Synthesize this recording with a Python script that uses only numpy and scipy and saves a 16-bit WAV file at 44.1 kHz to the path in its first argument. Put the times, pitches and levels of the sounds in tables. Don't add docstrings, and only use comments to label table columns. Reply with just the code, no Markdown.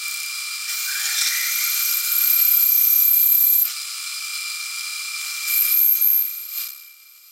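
import sys
import numpy as np
from scipy import signal
from scipy.fft import rfft, irfft, next_fast_len
from scipy.io import wavfile
from scipy.ndimage import uniform_filter1d, minimum_filter1d, map_coordinates

SR = 44100
rng = np.random.default_rng(int(sys.argv[2]) if len(sys.argv) > 2 else 0)


def transcribe(u):
    v = np.clip(np.atleast_2d(u).T, -1, 1)
    q = np.round(v * 32767).astype(np.int16)
    wavfile.write(sys.argv[1], SR, q)


N = 322371
TIME = np.arange(N) / SR
TEETH, IDLE_HZ = 71, 2365
BITE_S, FREE_S = 0.022, 0.028


def amp(db):
    return 10 ** (np.asarray(db) / 20)


def unit(x):
    return x / np.sqrt(np.mean(np.abs(x) ** 2) + 1e-20)


def along(points, hz):
    point_hz, values = np.transpose(points)
    return np.interp(np.log(hz + 1), np.log(point_hz + 1), values)


def held(start, end, attack_s=BITE_S, release_s=FREE_S):
    rise = np.clip((TIME - start) / attack_s, 0, 1)
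    return rise * np.exp(-np.maximum(TIME - end, 0) / release_s)


def wobble(rate):
    coarse = np.arange(0, N + 8, 8)
    knots = rng.standard_normal(int(N * rate / SR) + 4)
    return np.interp(np.arange(N), coarse, map_coordinates(knots, [coarse * rate / SR]))


def phase(hz):
    return 2 * np.pi * np.cumsum(hz) / SR


def filtered(x, response):
    size = next_fast_len(N + 8192)
    return irfft(rfft(x, size) * response(np.fft.rfftfreq(size, 1 / SR)), size)[..., :N]


def coloured(x, spectrum, resonances=()):
    def response(f):
        peaks_db = sum(db / (1 + (2 * (f - hz) / width) ** 2) for hz, width, db in resonances)
        return amp(along(spectrum, f) + peaks_db)
    return unit(filtered(x, response))


def grit(spread_db, rate):
    return rng.standard_normal(N) * amp(spread_db * wobble(rate))


# time in seconds, gear teeth meeting per second.
SPINDLE_SPEED = [(0, 2361), (0.4, 2371), (1.3, 2369), (1.7, 2369), (2.0, 2375), (3.58, 2373), (3.69, 2428),
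                 (4.0, 2391), (4.35, 2368), (5.35, 2368), (5.55, 2354), (5.8, 2366), (6.45, 2376),
                 (6.6, 2388), (6.9, 2360), (7.31, 2382)]

def spindle():
    tooth_hz = np.interp(TIME, *np.transpose(SPINDLE_SPEED))
    return phase(tooth_hz / TEETH), tooth_hz


# pitch at idle in Hz, level in dB.
GEAR_TONES = [(624.5, -75), (802.1, -74), (866.7, -75), (1093, -62), (1163, -59.5), (1200, -62),
              (1244, -57), (1303, -54), (1389, -56.5), (1599, -66.5), (1707, -60.5)]

def gears(turn, tooth_hz, slide, case_hz=2350.3, case_width_hz=23.2):
    load = np.minimum(slide / amp(-25), 1) ** 2
    swell = (1 + 0.5 * np.cos(turn + .2 * np.cos(turn))) * amp(.7 * wobble(40))
    slack = .1 * wobble(40)
    strength = amp(-30 + 2.5 * load) / (1 + ((tooth_hz - case_hz) / case_width_hz) ** 2)
    whine = strength * unit(swell * np.sin(TEETH * turn + 0.46 * np.sin(turn + 1.05) + slack))
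    tones = 0
    for hz, db in GEAR_TONES:
        level = np.sqrt(2) * amp(db + 0.66 + 1.93 * wobble(9))
        tones += level * np.sin(phase(hz * tooth_hz / IDLE_HZ) + 0.26 * wobble(12))
    return (whine + tones) * np.minimum(TIME / 0.014, 1)


# frequency in Hz, level in dB.
BEARING_COLOUR = [(480, -50), (600, -36), (790, -22), (990, -27), (1150, -4.5), (1450, -3.5), (1620, -20),
                  (2150, -1.5), (3300, -1), (4500, 3), (6400, -2), (8000, 1), (11000, -3.5), (15500, -8.5)]
# pitch in Hz, width in Hz, boost in dB.
HOUSING_RINGS = [(1268, 190, 3.2), (2349, 37, 16.8), (4081, 62, 9.2), (4244, 41, 8.7), (4822, 65, 10.2),
                 (5066, 290, 9.1), (5860, 140, 4.4), (7330, 450, 5.7), (7670, 90, 2.7), (8830, 190, 5.4)]

def bearings(level_db=-30):
    level = amp(level_db + 0.37 * wobble(25))
    return level * coloured(grit(spread_db=1.5, rate=500), BEARING_COLOUR, HOUSING_RINGS)


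# frequency in Hz, level in dB.
BACKGROUND_COLOUR = [(25, 0), (100, -6), (500, -0.5), (15000, -7.5)]

def background(level_db=-75):
    return amp(level_db) * coloured(rng.standard_normal(N), BACKGROUND_COLOUR)


# frequency in Hz, seconds to fade by 60 dB.
ECHO_FADE = [(300, .22), (3000, 0.067), (13000, 0.27)]

def workshop(x, level_db=-16):
    bright = filtered(x, lambda f: amp(along([(2000, -32.5), (5000, -9.0), (12000, -3)], f)))
    hz, t, noise = signal.stft(rng.standard_normal((2, SR // 4)), SR, nperseg=256)
    tail = signal.istft(noise * amp(-60 * t / along(ECHO_FADE, hz)[:, None]), SR, nperseg=256)[1]
    tail /= np.linalg.norm(tail[0])
    return amp(level_db) * signal.fftconvolve(bright[None], tail, axes=1)[:, :N]


# start and end in
# seconds, crunch in dB, its change in dB a second, hiss in dB, its change in dB a second.
CONTACTS = [(0.01, 0.68, -39, -10, -37, -13), (0.68, 1.996, -31, 3, -30.5, 4),
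            (2.021, 3.605, -30.5, -5, -25.5, 5.5), (5.175, 5.464, -35, -3, -38, 3),
            (5.461, 7.31, -34, -3, -25, -5), (5.75, 6.42, -63, -3, -27, -8)]
# start and end in seconds, crunch in dB.
SNAGS = [(0.66, 0.695, -33), (0.986, 1.27, -32), (1.197, 1.275, -34), (3.655, 3.716, -32)]

def contact():
    tear = sum(amp(db) * held(start, end) for start, end, db in SNAGS)
    slide = 0
    for start, end, crunch_db, crunch_trend, hiss_db, hiss_trend in CONTACTS:
        touch, age = held(start, end), TIME - start
        tear += touch * amp(crunch_db + crunch_trend * age)
        slide += touch * amp(hiss_db + hiss_trend * age)
    return tear, slide


def patchy(x, depth_db):
    bands = signal.stft(x, nperseg=512)[2]
    patches = uniform_filter1d(rng.standard_normal(bands.shape), 7, axis=0)
    patches = uniform_filter1d(patches, 22, axis=1)
    return unit(signal.istft(bands * amp(depth_db * unit(patches)), nperseg=512)[1][:N])


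# frequency in Hz, level in dB.
CRUNCH_COLOUR = [(480, -62), (620, -45), (820, -9), (1000, -18.5), (1150, -17), (1400, 5.5), (1700, -5),
                 (2200, 6), (3000, -2.5), (4200, 4), (5500, 5.5), (7500, 1), (10000, -5), (15500, -27)]
HISS_COLOUR = [(550, -37), (800, -32.5), (1400, -19), (2600, -21), (4200, -0.5), (5200, -17), (6000, 1.5),
               (7400, 0), (9000, 1), (11000, 2), (13000, 8), (15700, 2)]
# pitch in Hz, width in Hz, boost in dB.
DRILL_RINGS = [(3164, 23, 14), (3470, 65, 9.3), (4120, 93, 6.8), (5570, 110, 4.5), (6340, 34, 1.9),
               (6440, 47, 2.4), (6940, 120, 8.5), (7390, 200, 8.9), (8080, 110, 4.5), (8490, 350, 5.8),
               (9860, 170, 5.2)]

def cutting(turn, tear, slide, throb=0.16):
    tearing = patchy(coloured(grit(spread_db=3, rate=1200), CRUNCH_COLOUR, DRILL_RINGS), depth_db=2)
    sliding = patchy(coloured(grit(spread_db=1.5, rate=600), HISS_COLOUR, DRILL_RINGS), depth_db=0.5)
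    crunch = tear * amp(-1.5 + 1.4 * wobble(90)) * tearing
    hiss = slide * amp(-1 + 0.68 * wobble(60)) * sliding
    return (crunch + hiss) * (1 - throb * np.cos(turn))


def lathe_echoes(x, depth_db=-6, span_s=.014, count=24):
    delays = (40 + rng.random(count) * span_s * SR).astype(int)
    sizes = rng.standard_normal(count)
    echoes = amp(depth_db) * np.bincount(delays, sizes / np.linalg.norm(sizes))
    return (x + signal.fftconvolve(x, echoes)[:N]) / np.sqrt(1 + amp(depth_db) ** 2)


# start in seconds, level in dB.
METAL_TICKS = [(0.6933, -27), (4.3416, -28), (4.6663, -36)]

def ticks(first_s=0.082, fade_s=.015):
    grazes = [(first_s + age, -23 - 31 * age) for age in np.arange(7) * TEETH / IDLE_HZ]
    bursts = sum((TIME >= start) * amp(db - 60 * np.abs(TIME - start) / fade_s)
                 for start, db in grazes + METAL_TICKS)
    colour = [(600, -80), (3000, -24), (7000, 12), (15500, 8.5)]
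    return amp(-4) * filtered(bursts * rng.standard_normal(N), lambda f: amp(along(colour, f)))


def rasp(hz, width_hz):
    fuzz = filtered(rng.standard_normal((2, N)), lambda f: np.exp(-f / width_hz) * (f < 750))
    return unit(fuzz[0] * np.sin(phase(hz)) + fuzz[1] * np.cos(phase(hz)))


# start and end in seconds, starting pitch in Hz, level in dB, overtones in dB above that.
CHIP_GROANS = [(0.64, 0.7, 1842, -41, -13), (0.849, 0.97, 1522, -32.5, -15),
               (0.951, 1.117, 1693, -33.5, -6), (1.12, 1.284, 1773, -34.5, 7), (1.28, 1.493, 1953, -29, -6),
               (1.529, 1.68, 2110, -33.5, -8)]

def chip_groans(curl_hz_per_s=600, rise_s=0.054, fall_s=0.034):
    sound = np.zeros(N)
    for start, end, pitch_hz, db, overtones_db in CHIP_GROANS:
        hz = pitch_hz + curl_hz_per_s * np.clip(TIME - start, 0, end - start)
        overtones = .7 * rasp(2 * hz, width_hz=300) + rasp(3 * hz, width_hz=600)
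        groan = rasp(hz, width_hz=152) + amp(overtones_db) * overtones
        sound += amp(db) * held(start, end, rise_s, fall_s) * groan
    return sound


# start and end in seconds, pitch in Hz, width in Hz, level in dB.
RASP_BANDS = [(0.68, 0.89, 14700, 560, -35), (0.98, 1.15, 798, 70, -55.5), (1.166, 1.24, 3480, 120, -41),
              (1.078, 1.923, 6100, 900, -34.5), (1.344, 2.6, 1409, 80, -43), (2.66, 3.013, 6110, 900, -30),
              (5.49, 5.799, 9920, 560, -32), (5.732, 6.189, 6440, 300.1, -32)]

def rasp_bands(rise_s=0.054, fall_s=0.034):
    return sum(amp(db) * held(start, end, rise_s, fall_s) * rasp(np.full(N, hz), width_hz)
               for start, end, hz, width_hz, db in RASP_BANDS)


# time in seconds, level in dB.
FIRST_CHATTER = [(1.0, -43), (1.4, -32), (1.65, -27), (1.95, -24), (2.04, -30.5), (2.16, -19), (2.5, -13),
                 (3.5, -6.5), (3.63, -8.5), (3.75, -58)]
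SECOND_CHATTER = [(5.41, -56), (5.49, -28.5), (5.61, -13), (5.68, -25), (5.78, -9), (5.92, -3),
                  (5.995, -23), (6.03, -4.5), (6.2, -7), (6.31, -19), (6.62, -25.5), (7.0, -30),
                  (7.31, -28)]
# frequency in Hz, level in dB.
ROUGH_COLOUR = [(600, -70), (2500, -33), (10500, -22), (11450, -16), (11650, 8), (11950, 4), (12400, 21.5),
                (12900, 19.5), (13300, -9), (14000, -10), (15000, -21)]
# strength table, locked pitch in Hz, once-a-turn throb (0-1), faster flutter (0-1),
# pitch scatter in Hz, time the drill backs out in seconds, low crackle in dB.
SQUEALS = [(FIRST_CHATTER, 12290, 0.51, .2, 55, 3.645, -56.5),
           (SECOND_CHATTER, 12780, 0.22, 0.489, 135, np.inf, -53)]

def squeal(turn, strength, locked_hz, throb, flutter, scatter_hz, out_s, crackle_db,
           loose_hz=13260, free_hz=14200, lock_db=-18.5, hold_s=0.055, cap_db=7):
    db = np.interp(TIME, *np.transpose(strength), left=-120, right=-120)
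    recent_db = np.maximum(db, np.interp(TIME - hold_s, TIME, db))
    lock = 1 / (1 + np.exp((lock_db - recent_db) / 2))
    rise_hz = 32000 * np.maximum(TIME - out_s, 0)
    hz = np.minimum(loose_hz + lock * (locked_hz - loose_hz) + rise_hz, free_hz)
    rough_share = (0.82 * (1 - lock) + 0.21 * lock) * held(0, out_s)
    angle = turn + .35 * wobble(25)
    grip = np.tanh(3 * (np.cos(angle + .3 * np.cos(angle)) + .25))
    beats = np.cos(2 * turn + .4 * wobble(20)) + np.cos(3 * turn + .4 * wobble(20))
    swing = np.abs(1 + throb * (1 + .6 * (1 - lock)) * grip + flutter * lock * beats)
    wander_hz = (scatter_hz + 330 * (1 - lock)) * wobble(450) / (.5 + .5 * swing)
    stutter = amp(2 * wobble(500))
    tone = unit(swing * stutter * np.sin(phase(hz - 45 * grip + wander_hz)))
    scream = patchy(np.sqrt(swing) * coloured(grit(spread_db=3, rate=310), ROUGH_COLOUR), depth_db=1)
    chatter = np.sqrt(1 - rough_share) * amp(1) * tone + np.sqrt(rough_share) * scream
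    excess = lock * np.abs(signal.hilbert(chatter, next_fast_len(N))[:N]) / amp(cap_db)
    capped = chatter / (1 + excess ** 4) ** .25
    return amp(db) * (capped + lock * amp(crackle_db) * low_crackle())


def low_crackle(pops_per_s=45):
    pops = (rng.random(N) < pops_per_s / SR) * rng.standard_normal(N)
    return coloured(pops, [(30, 4), (500, -4.5), (900, -3), (2000, -31)])


# time in seconds, gain in dB.
LOUDNESS = [(5.85, 0), (6.08, -10), (6.25, -11.5), (6.47, -13.5), (6.61, -1.5), (6.74, -15), (6.95, -22.5),
            (7.31, -22)]

def sinking():
    return amp(np.interp(TIME, *np.transpose(LOUDNESS)))


def level_flutter(turn, start_s=6.66, depth=0.59, fade_s=0.26):
    spell = depth * held(start_s, start_s, release_s=fade_s)
    return 1 + spell * np.tanh(2 * np.cos(2 * turn + wobble(35)))


def scene():
    turn, tooth_hz = spindle()
    pulsing = level_flutter(turn)
    tear, slide = contact()
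    squeals = sum(squeal(turn, *row) for row in SQUEALS)
    rolling = bearings()
    cut = lathe_echoes(cutting(turn, tear, slide) + amp(-0.5) * (chip_groans() + rasp_bands()))
    metal = (rolling + cut + squeals) * pulsing + ticks()
    hiss = background()
    lathe = metal + gears(turn, tooth_hz, slide) + workshop(metal)
    return lathe * sinking() + hiss


def record(dry, ceiling_db=-6.5, hold_s=0.04, ease_s=0.0049, top_hz=15800):
    needed = 1 / np.maximum(np.abs(dry).max(axis=0) / amp(ceiling_db), 1)
    lowest = minimum_filter1d(needed, int(hold_s * SR) + 1)
    gain = uniform_filter1d(lowest, int(ease_s * SR) + 1)
    return filtered(dry * gain, lambda hz: hz < top_hz)


dry = scene()
out = record(dry)
transcribe(out)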